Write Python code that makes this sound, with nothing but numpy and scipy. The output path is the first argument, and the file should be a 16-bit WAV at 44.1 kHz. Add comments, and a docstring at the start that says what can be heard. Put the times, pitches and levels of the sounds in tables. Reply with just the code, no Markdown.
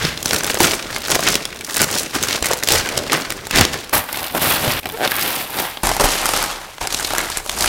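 """First comes a sharp rip and a thud: hands tear wrapping paper off cardboard boxes in a living room.
They rip and crumple thin, then glossy, then heavy paper. Creases buckle in swarms of tiny noise bursts,
big folds crack, fingers creak on the glossy side and the knocked boxes ring. Flapping sheets push air
at one nearby microphone, the loudest cracks clip, and a faint hiss lies under it all."""
import sys
import numpy as np
from scipy import signal
from scipy.fft import rfft, irfft, next_fast_len
from scipy.io import wavfile
from scipy.ndimage import uniform_filter1d

SR = 44100
rng = np.random.default_rng(int(sys.argv[2]) if len(sys.argv) > 2 else 0)


def unload_wav(signal):
    """Save mono or channel-first audio to the path in sys.argv[1] as 16-bit WAV at rate SR, clipped to [-1, 1]."""
    wavfile.write(
        sys.argv[1],
        SR,
        np.round(np.clip(np.atleast_2d(signal).T, -1, 1) * 32767).astype(np.int16),
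    )


N = 338673

# Each pull of the hands: t/s at full strength, rise/s, hold/s, fall/s, level/dB, crumple (0 = tear, to 1),
# hollow f/Hz, large panels/dB and fibres/dB (both added to the level), pushed air/dB
HAND_PULLS = [(0.032, 0.12, 0.029, 0.16, -21, 0.065, 1840, -5.5, -9, -30.5),
              (0.344, 0.17, 0.0, 0.1, -24, 0.52, 1400.0, 2.5, -3, -32),
              (0.438, 0.34, 0.21, 0.26, -28, 0.83, 1200.0, -3, 0, -42),
              (0.602, 0.003, 0.046, 0.17, -17.5, 0.44, 5550, -1.5, -1.5, -33),
              (0.94, 0.29, 0, 0.24, -26.5, 0.66, 4230, -4.5, -5.5, -40.0),
              (1.148, 0.1, 0.0001, 0.061, -17, 0.84, 5500.0, -1, -1.5, -35.0),
              (1.28, 0.17, 0, 0.18, -19.5, 0.4, 3320, -2, -2.5, -32),
              (1.614, 0.34, 0, 0.023, -36.5, 0.95, 4200.0, 0.5, -12, -48),
              (1.81, 0.19, 0.0045, 0.072, -17, 0.94, 1410, -8, 1, -42),
              (1.939, 0.22, 0.061, 0.14, -24.5, 0.56, 5500.0, -1, -1.5, -41),
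              (2.156, 0.028, 0.0082, 0.033, -18.5, 0.54, 1210, -2.5, -1.5, -38.0),
              (2.214, 0.13, 0.16, 0.037, -25.5, 0.63, 5000, -4, -3, -40),
              (2.445, 0.089, 0.073, 0.16, -26.5, 0.7, 690, -3, -2.5, -51),
              (2.724, 0.075, 0.02, 0.15, -17, 0.44, 5600, -2, -2, -26.5),
              (2.967, 0.32, 0.01, 0.31, -26, 0.6, 597, 0, -8, -39),
              (3.12, 0.021, 0.024, 0.15, -17, 0.5, 1530, -3, -9, -48),
              (3.304, 0.065, 0.013, 0.51, -32, 0.64, 700.0, -2, -4.5, -41),
              (3.555, 0.047, 0.058, 0.09, -16.5, 0.26, 2500, -2, -7, -25),
              (3.734, 0.03, 0.00021, 0.16, -23, 0.26, 600.0, -5.5, -9.5, -39),
              (3.931, 0.0048, 0.05, 0.05, -17.5, 0.1, 903, -4, 1, -32),
              (4.182, 0.3, 0.073, 0.12, -26, 0.51, 710, -9, -5.5, -43),
              (4.356, 0.058, 0.029, 0.021, -26.5, 0.3, 1040.0, 4.5, -1, -40),
              (4.417, 0.03, 0.092, 0.35, -18.5, 0.15, 3160, -4.5, -2.5, -35),
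              (4.676, 0.22, 0.02, 0.18, -20.5, 0.37, 3880, -1.5, -6, -31),
              (4.848, 0.027, 0, 0.19, -29, 1, 596, -3, -16, -38),
              (5.047, 0.043, 0.012, 0.037, -20, 0.3, 3600.0, 0, -13, -47),
              (5.103, 0.018, 0.09, 0.21, -24.5, 0.69, 1570, -17, -5.5, -41),
              (5.262, 0.5, 0.15, 0.11, -25.5, 0.13, 4100, -3.5, -0.5, -46),
              (5.59, 0.16, 0.0054, 0.23, -21.5, 0.13, 910.0, -6.5, -3.5, -43),
              (5.834, 0.003, 0.011, 0.27, -18.5, 0.47, 810, -5.5, -4, -31),
              (5.998, 0.003, 0.021, 0.023, -21.5, 0.2, 810, 8.5, 2, -37),
              (6.039, 0.015, 0.018, 0.033, -18.5, 0.22, 810, 2, 2, -27.5),
              (6.09, 0.13, 0.046, 0.39, -22.5, 0.15, 3100, -2.5, -0.5, -43),
              (6.25, 0.14, 0.17, 0.35, -23.0, 0.21, 1100.0, -6.0, -6.5, -43),
              (6.81, 0.0052, 0.025, 0.12, -26, 0.42, 800.0, -3.5, -6.5, -37),
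              (6.913, 0.026, 0.18, 0.083, -28.5, 0.41, 4170, -3.5, -3, -44),
              (7.111, 0.025, 0.13, 0.12, -25.5, 0.52, 1290, -3.5, -7, -45),
              (7.258, 0.028, 0.14, 0.037, -30.5, 0.44, 1600.0, -8, -3.5, -43),
              (7.619, 0.19, 0.088, 0.274, -23, 0.51, 4830, -0.5, -1.0, -33.5)]
CUT_S = 4.8  # earlier pulls and their echo stop short here
def paper():
    """Tearing is a dense fine rasp, crumpling a sparse swarm; both, and the cracks, shake the sheet."""
    db, crumpling, hollow_hz, panel_db, fibre_db = np.transpose(HAND_PULLS)[4:9]
    t = np.arange(N) / SR
    grid, creases = pull_power(db, rest_db=-60)
    _, panels = pull_power(db + panel_db, rest_db=-58.5)
    _, fibres = pull_power(db + fibre_db, rest_db=-51.5, fall_share=0.81)
    smooth = lambda values: np.interp(t, grid, values)
    strength = np.repeat([smooth(part.sum(axis=0)) for part in (panels, creases, fibres)], 4, axis=0)
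    lead = creases ** 2 / np.sum(creases ** 2, axis=0)  # the strongest pull shapes the sheet
    bend = 0.19 * np.interp(grid, t, wander(1900))  # the hollow changes as the sheet bends
    bent_hz = np.exp(np.log(hollow_hz) @ lead + bend)
    hollow = np.array([smooth(band) for band in band_shares(bent_hz, octaves=0.18, base=0.37)])
    waver = undb(1.97 * np.array([wander(1180) for _ in range(12)])) ** 2  # each band on its own
    crumple = smooth(np.clip(crumpling @ lead, 0, 1))
    snaps = swarm(per_s=400, spread_db=3.9, cap_db=13.5, rise_ms=0.08, ms=0.74, octaves=0.45, base=0.015)
    rips = swarm(per_s=1600, spread_db=1.2, cap_db=4.4, rise_ms=0.6, ms=1.6, octaves=0.37, base=0.017)
    buckles = swarm(per_s=240, spread_db=5.1, cap_db=10.6, rise_ms=0.073, ms=3.9, octaves=0.76, base=0.011)
    rasp = 0.21 + 0.37 * rips + 0.052 * snaps  # snaps are single fibres parting
    grain = (1 - crumple) * rasp + crumple * buckles
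    grain[:4] = 0.7 * grain[:4] + 0.31  # large panels move more evenly
    shaken = paper_noise() * np.sqrt(strength * hollow * waver * grain + cracks())
    return shaken.sum(axis=0)


def pull_power(db, rest_db, fall_share=1):
    """Each pull swells, holds and dies away to a settling sheet. Gives times and power per pull."""
    t = np.arange(N // 44 + 2) * 44 / SR  # about 1 ms apart
    start, rise, hold, fall = np.abs(np.transpose(HAND_PULLS)[:4, :, None])
    rising = (start - t) / rise
    falling = (t - start - hold) / (fall * fall_share)
    drop_db = 20 * np.maximum(np.maximum(rising, falling), 0)
    sounding = (start > CUT_S) | (t < CUT_S)
    power = undb(db[:, None] - drop_db) ** 2 * sounding
    return t, power + undb(rest_db) ** 2 / len(HAND_PULLS)


def swarm(per_s, spread_db, cap_db, rise_ms, ms, octaves, base):
    """Tiny ticks of paper at random times and pitches, few large and many small; average power 1."""
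    when, rank, pitch = rng.random((int(per_s * N / SR), 3)).T
    size = undb(np.minimum(-spread_db * np.log(1 - rank), cap_db))
    shares = band_shares(250 * 60 ** pitch, octaves, base)
    power = bursts((when * N).astype(int), size ** 2 * shares, ms, rise_ms)
    return power / power.mean(axis=1, keepdims=True)


# Borders of twelve pitch bands, low to high: f/Hz
BAND_EDGES = (110, 220, 360, 560, 900, 1400, 2200, 3500, 5500, 7500, 10000, 13000, 17000)
# The tone of each kind of paper: f/Hz, relative level/dB
THIN_PAPER = [(59, -20), (100, 0), (135, -2.5), (435, -2.5), (898, -7), (1560, -3.5), (3360, -6),
              (5730, -7.5), (14900, -16.5), (16300, -12)]
GLOSSY_PAPER = [(59, -30), (100, -2.5), (303, -2), (408, -4.5), (710, -2), (1600, -5.5), (3440, -6.5),
                (6650, -12.5), (12300, -4), (15300, -2.5), (16300, -23)]
HEAVY_PAPER = [(59, -39), (100, -20), (156, -5), (230, -8.5), (278, -6), (599, -4), (824, -1), (2500, -2.5),
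               (9970, -5.5), (14900, -10.5), (16300, -22)]
NEXT_PAPER_S = (3.92, 5.82)
def paper_noise():
    """Each paper's rustle in twelve bands: four each for panels (low), creases and fibres (high)."""
    out, edges = np.zeros((12, N)), np.array(BAND_EDGES)
    starts = [0] + [int(s * SR) for s in NEXT_PAPER_S] + [N]
    for tone, start, end in zip((THIN_PAPER, GLOSSY_PAPER, HEAVY_PAPER), starts, starts[1:]):
        spectrum, hz = noise_spectrum(tone)
        above = 1 / (1 + (edges[:, None] / hz) ** 8)
        bands = irfft(spectrum * np.sqrt(above[:-1] - above[1:]), next_fast_len(N))[:, start:end]
        group_power = np.mean(bands ** 2, axis=1).reshape(3, 4).sum(axis=1)
        out[:, start:end] = bands / np.repeat(np.sqrt(group_power), 4)[:, None]
    return out


# Big folds giving way: t/s, relative level/dB, f/Hz, extra level for the fibres/dB
FOLD_CRACKS = [(0.05, 2, 5300, -17), (0.1752, -8, 4100, -6), (0.228, -10, 5040, 6.5),
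               (0.2579, 4.5, 6100, -4), (0.3087, 1, 4120, -11), (0.332, 1.5, 1490, 0), (0.345, 1, 1400, -2),
               (0.362, 1, 5660, -5), (0.407, -4, 6000, -11), (0.435, -9, 1550, 5.5), (0.4444, 1, 5900, -7),
               (0.477, -10, 2080, -13), (0.4995, 0.5, 2190, -14), (0.504, -1, 484, -10),
               (0.544, -3.5, 504, 3), (0.6037, 7, 900, -3), (0.643, 2, 2850, -2), (0.679, -4, 5700, -6),
               (0.7348, -1.5, 2330, -8), (0.9625, -1, 2130, -9), (1.083, -5.5, 1530, -2),
               (1.102, 0, 5960, -4), (1.109, -1.5, 1220, 4), (1.1477, -3, 7140, 3), (1.1544, 0.5, 3400, -6),
               (1.1928, -0.5, 710, -8), (1.227, -1.5, 1520, -21), (1.2762, 0, 2520, -13),
               (1.286, 1, 4400, 1), (1.3419, 0.5, 5140, -5), (1.3542, 3, 3350, -0.5),
               (1.4534, -5.5, 3380, -0.5), (1.6093, -8.5, 2300, -3), (1.767, 3, 8300, 2),
               (1.8004, -1, 1500, -6), (1.842, 2, 5740, 1), (2.032, -12, 1740, 7), (2.153, -6, 3120, -5),
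               (2.227, -4, 3660, 3), (2.236, -1, 6500, 1), (2.3083, -7, 2170, -6),
               (2.4253, 2.5, 7400, -3.5), (2.4444, -5, 2210, 1), (2.4572, -4, 2130, 5),
               (2.5122, -1, 490, -1), (2.5334, 0.5, 900, 1), (2.627, -4.5, 2040, -9), (2.635, 1, 5500, 0.5),
               (2.644, -11, 7000, 1), (2.674, -1, 4800, 0), (2.698, -7, 2800, -4), (2.735, 2, 5500, -6),
               (2.755, -2, 4900, 1), (2.687, 3, 3120, 2), (2.721, -7, 660, 5), (2.889, -6, 2410, 1.5),
               (2.9763, 1, 5200, 1), (3.097, -0.5, 2570, -25), (3.131, 2, 1200, 2),
               (3.304, -5.5, 2270, 1.5), (3.322, -6, 2000, -2), (3.469, -9.5, 900, 3),
               (3.5102, -4, 2580, 1), (3.5585, 2, 2520, -1), (3.573, 3.5, 2520, -3), (3.585, 5.5, 4600, -7),
               (3.592, 4, 7040, -4), (3.61, 8.5, 2650, 0), (3.6509, 3.5, 5530, -5.5),
               (3.733, -8.5, 2200, -1), (3.741, -4, 1820, -6), (3.8945, -11, 9000, -3),
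                (4.128, -12, 880, 11), (4.145, -7.5, 2180, -4), (4.1717, -9, 7940, -2),
               (4.2435, -12, 3000, 3), (4.3486, -5, 700, -1), (4.377, -8.5, 3520, 2), (4.395, -18, 3000, 8),
               (4.503, -6, 2480, 6), (4.705, -3, 2500, -11), (4.749, -12, 2530, -2),
               (4.8312, -15, 2540, -10), (4.8564, -4.5, 2400, -7), (4.8985, -9.5, 3500, -10),
               (5.0759, 0.5, 3600, -14), (5.1177, 1, 1700, -5), (5.6, -1, 870, 1), (5.772, -9, 3300, -14),
               (5.8336, -12.5, 814, 10), (5.87, -0.5, 684, 2), (5.8914, -3, 920, 2), (5.915, -3, 710, -6),
               (5.9488, -13, 900, 2), (5.966, -3.5, 800, 0), (5.9985, 1, 930, -8),
               (6.1536, -1.5, 1230, -17), (6.2566, -1, 1410, 4), (6.265, -7, 7250, 5),
               (6.29, 0.5, 1170, -1), (6.336, 2, 1290, -4), (6.364, -5, 1370, 3), (6.373, -4, 8000, 2),
               (6.4263, -9, 1520, 8), (6.4394, -5.5, 1250, 1), (6.512, -10, 1200, -6),
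               (6.782, -13.5, 2040, -11), (6.813, -8.5, 886, -4), (6.872, -4.5, 5040, 1),
               (6.9045, -9, 4100, -11), (6.925, -6, 3500, 0), (6.94, -10, 4200, -3),
               (6.945, -1.5, 4100, -2), (6.998, -10, 1500, 2), (7.047, -3, 4130, -7),
               (7.135, -0.5, 746, -6), (7.15, -4, 1460, -5), (7.1823, -0.5, 1660, 2),
               (7.203, -3, 2180, -11), (7.106, -6, 1090, -9), (7.3008, -8, 1290, 1), (7.462, -10, 595, -1),
               (7.495, -3, 3570, -3.5), (7.3717, -0.5, 7550, 1), (7.608, -3.5, 4950, 5),
               (7.6434, -5, 1660, 3), (7.6588, -7, 2220, 7)]
def cracks():
    """A fold cracks in one short burst of power; fibres set the top four bands."""
    s, db, hz, fibre_db = np.transpose(FOLD_CRACKS)
    power = undb(db - 8.5) ** 2 * band_shares(hz, octaves=0.23, base=0.052)
    power[8:] = undb(db + fibre_db - 16) ** 2
    return bursts((s * SR).astype(int), power, ms=2.34, rise_ms=0.16)


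def pings(cycles=30, relative_db=-14.5):
    """The flat patch beside each fold rings briefly at the fold's pitch."""
    out, t = np.zeros(N + 1000), np.arange(1000) / SR
    for s, db, hz, _ in FOLD_CRACKS:
        i = int(s * SR)
        decay = np.exp(-t * (hz / cycles + 150))
        out[i:i + len(t)] += undb(db + relative_db) * np.sin(2 * np.pi * hz * t) * decay
    return out[:N]


# Knocks on a box: t/s, level/dB, f/Hz
BOX_KNOCKS = [(0.04, -15, 162), (0.605, -11.5, 347), (2.418, -20, 62), (2.699, -25, 360), (3.609, -12, 87),
              (4.677, -13.5, 122)]
def thuds(ring_s=0.13):
    """A knocked hollow box rings low, fading by 60 dB in ring_s."""
    out, t = np.zeros(N), np.arange(8000) / SR
    for s, db, hz in BOX_KNOCKS:
        i = int(s * SR)
        out[i:i + len(t)] += undb(db) * np.sin(2 * np.pi * hz * t) * 1000 ** (-t / ring_s)
    return out


# One list of points per finger slide: t/s, slip rate/Hz, relative level/dB, brightness (0 = dull)
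FINGER_SLIDES = [
    [(4.92, 400, -45, 0.2), (4.945, 450, -21, 0.1), (4.958, 450, -30, 0.1), (4.968, 520, -28, 0)],
    [(4.9735, 80, -32, 0.7), (4.99, 83, -29, 0), (5.01, 116, -18.5, 0.28), (5.026, 140, -19.5, 0.3),
     (5.04, 245, -21, 1), (5.05, 300, -25, 1.2), (5.062, 320, -38, 2.1)],
]
# Notes at which the tight sheet rings: f/Hz, width/Hz, relative level/dB
SHEET_NOTES = [(453, 580, -1.5), (736, 124, 6.5), (1540, 190, 5.5), (3500, 1100, -2), (10000, 6000, -9)]
def creaks():
    """Skin sticks and slips on the tight sheet, and every slip makes it ring."""
    dull, bright, t = np.zeros(N), np.zeros(N), np.arange(N) / SR
    for slide in FINGER_SLIDES:
        s, hz, db, brightness = np.transpose(slide)
        rate = np.interp(t, s, hz, left=0, right=0)
        slips = np.diff(np.ceil(np.cumsum(rate) / SR), prepend=0)  # one click per cycle
        slips *= np.sqrt(SR / np.maximum(rate, 1)) * undb(np.interp(t, s, db))
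        dull += slips
        bright += slips * np.interp(t, s, brightness)
    ringing = np.zeros(N)
    for k, (hz, width, db) in enumerate(SHEET_NOTES):
        resonance = signal.iirpeak(hz, hz / width, fs=SR)
        ringing += (-1) ** k * undb(db) * signal.lfilter(*resonance, dull if hz < 1000 else bright)
    return 1.9 * fade(ringing, ms=0.05)  # soft skin spreads each slip over a moment


# The tone of a puff of air and of its deepest part: f/Hz, relative level/dB
PUFF_TONE, DEEP_TONE = [(40, -10), (60, -1), (100, -1.5), (160, -6.5)], [(16, -13), (32, 10), (55, -12)]
# Deep part against the puff for thin, glossy and heavy paper (which wafts most): level/dB
WAFT_DB = (-6.5, -17, 4.5)
def air():
    """Each pull pushes a low, wavering puff of air at the microphone."""
    s, db = np.transpose(HAND_PULLS)[[0, 9]]
    deep_db = db + np.take(WAFT_DB, np.searchsorted(NEXT_PAPER_S, s))
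    out = np.zeros(N)
    for tone, level_db in ((PUFF_TONE, db), (DEEP_TONE, deep_db)):
        grid, power = pull_power(level_db, rest_db=-54.5, fall_share=1.12)
        swell = np.interp(np.arange(N) / SR, grid, np.sqrt(power.sum(axis=0)))
        out += steady_noise(tone) * swell * undb(1.3 * wander(1700))
    return out


def room(x, ring_s=0.97, echo_db=-14):
    """A softly furnished room adds a blurred echo that loses its high notes first."""
    t = np.arange(int(.5 * SR)) / SR
    bright = rng.standard_normal(len(t)) * 1000 ** (-t / (.5 * ring_s))
    dull = fade(rng.standard_normal(len(t)), ms=0.078) * 1000 ** (-t / ring_s)
    tail = (bright + 0.24 * dull) * np.clip(t / 0.0015 - .5, 0, 1)
    return undb(echo_db) * signal.fftconvolve(x, tail / np.sqrt(np.sum(tail ** 2)))[:N]


# The tone of the hiss: f/Hz, relative level/dB; then its overall level
HISS_TONE, HISS_DB = [(150, 1), (1000, -19), (5000, -12), (16000, -14)], -52
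def hiss():
    """The room and the microphone hiss faintly all the time."""
    return undb(HISS_DB) * steady_noise(HISS_TONE)


def band_shares(hz, octaves, base):
    """Power in each band: a hump around hz on top of an even base."""
    centres = np.sqrt(np.multiply(BAND_EDGES[1:], BAND_EDGES[:-1]))[:, None]
    return base + np.exp(-.5 * (np.log2(centres / hz) / octaves) ** 2)


def bursts(starts, power, ms, rise_ms):
    """Power over time in each band: a quick rise, then a fade that is shorter for higher bands."""
    out = np.zeros((12, N))
    for k in range(12):
        np.add.at(out[k], starts, power[k])
        out[k] = fade(out[k], ms * (1500 / BAND_EDGES[k]) ** 0.085 / 2)
    soft = np.exp(-1000 / (rise_ms * SR))
    return signal.lfilter([1 - soft], [1, -soft], out)


def noise_spectrum(tone):
    """The spectrum of a noise with the given tone, and its frequencies."""
    size = next_fast_len(N)
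    hz = np.maximum(np.fft.rfftfreq(size, 1 / SR), 1)
    tone_hz, tone_db = np.transpose(tone)
    db = np.interp(np.log(hz), np.log(tone_hz), tone_db, left=-90, right=-90)
    return rfft(rng.standard_normal(size)) * undb(db), hz


def steady_noise(tone):
    """Noise with the given tone and average power 1."""
    spectrum, _ = noise_spectrum(tone)
    return unit(irfft(spectrum, next_fast_len(N))[:N])


def wander(span):
    """A slow random drift that changes over span samples."""
    return unit(uniform_filter1d(uniform_filter1d(rng.standard_normal(N), span), span))


def fade(x, ms):
    """Give every click a tail that dies away."""
    return signal.lfilter([1], [1, -np.exp(-1000 / (ms * SR))], x)


def unit(x):
    """Scale to average power 1."""
    return x / np.sqrt(np.mean(x ** 2))


def undb(db):
    """Turn decibels into a multiplier."""
    return 10 ** (np.asarray(db) / 20)


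def scene():
    """Paper, boxes and fingers with their echo, hiss and air; one microphone feeds both channels."""
    close = paper() + pings() + thuds() + creaks()
    before_cut = np.arange(N) < CUT_S * SR
    echo = np.where(before_cut, room(close), room(close * ~before_cut))
    return np.tile(close + echo + hiss() + air(), (2, 1))


def record(dry):
    """The loudest cracks clip, and the very highest treble is removed."""
    clipped = np.clip(dry, -.98, .98)
    low_pass = signal.ellip(12, .2, 70, 16000, fs=SR, output="sos")
    return np.clip(signal.sosfilt(low_pass, clipped), -1, 1)


dry = scene()
out = record(dry)
unload_wav(out)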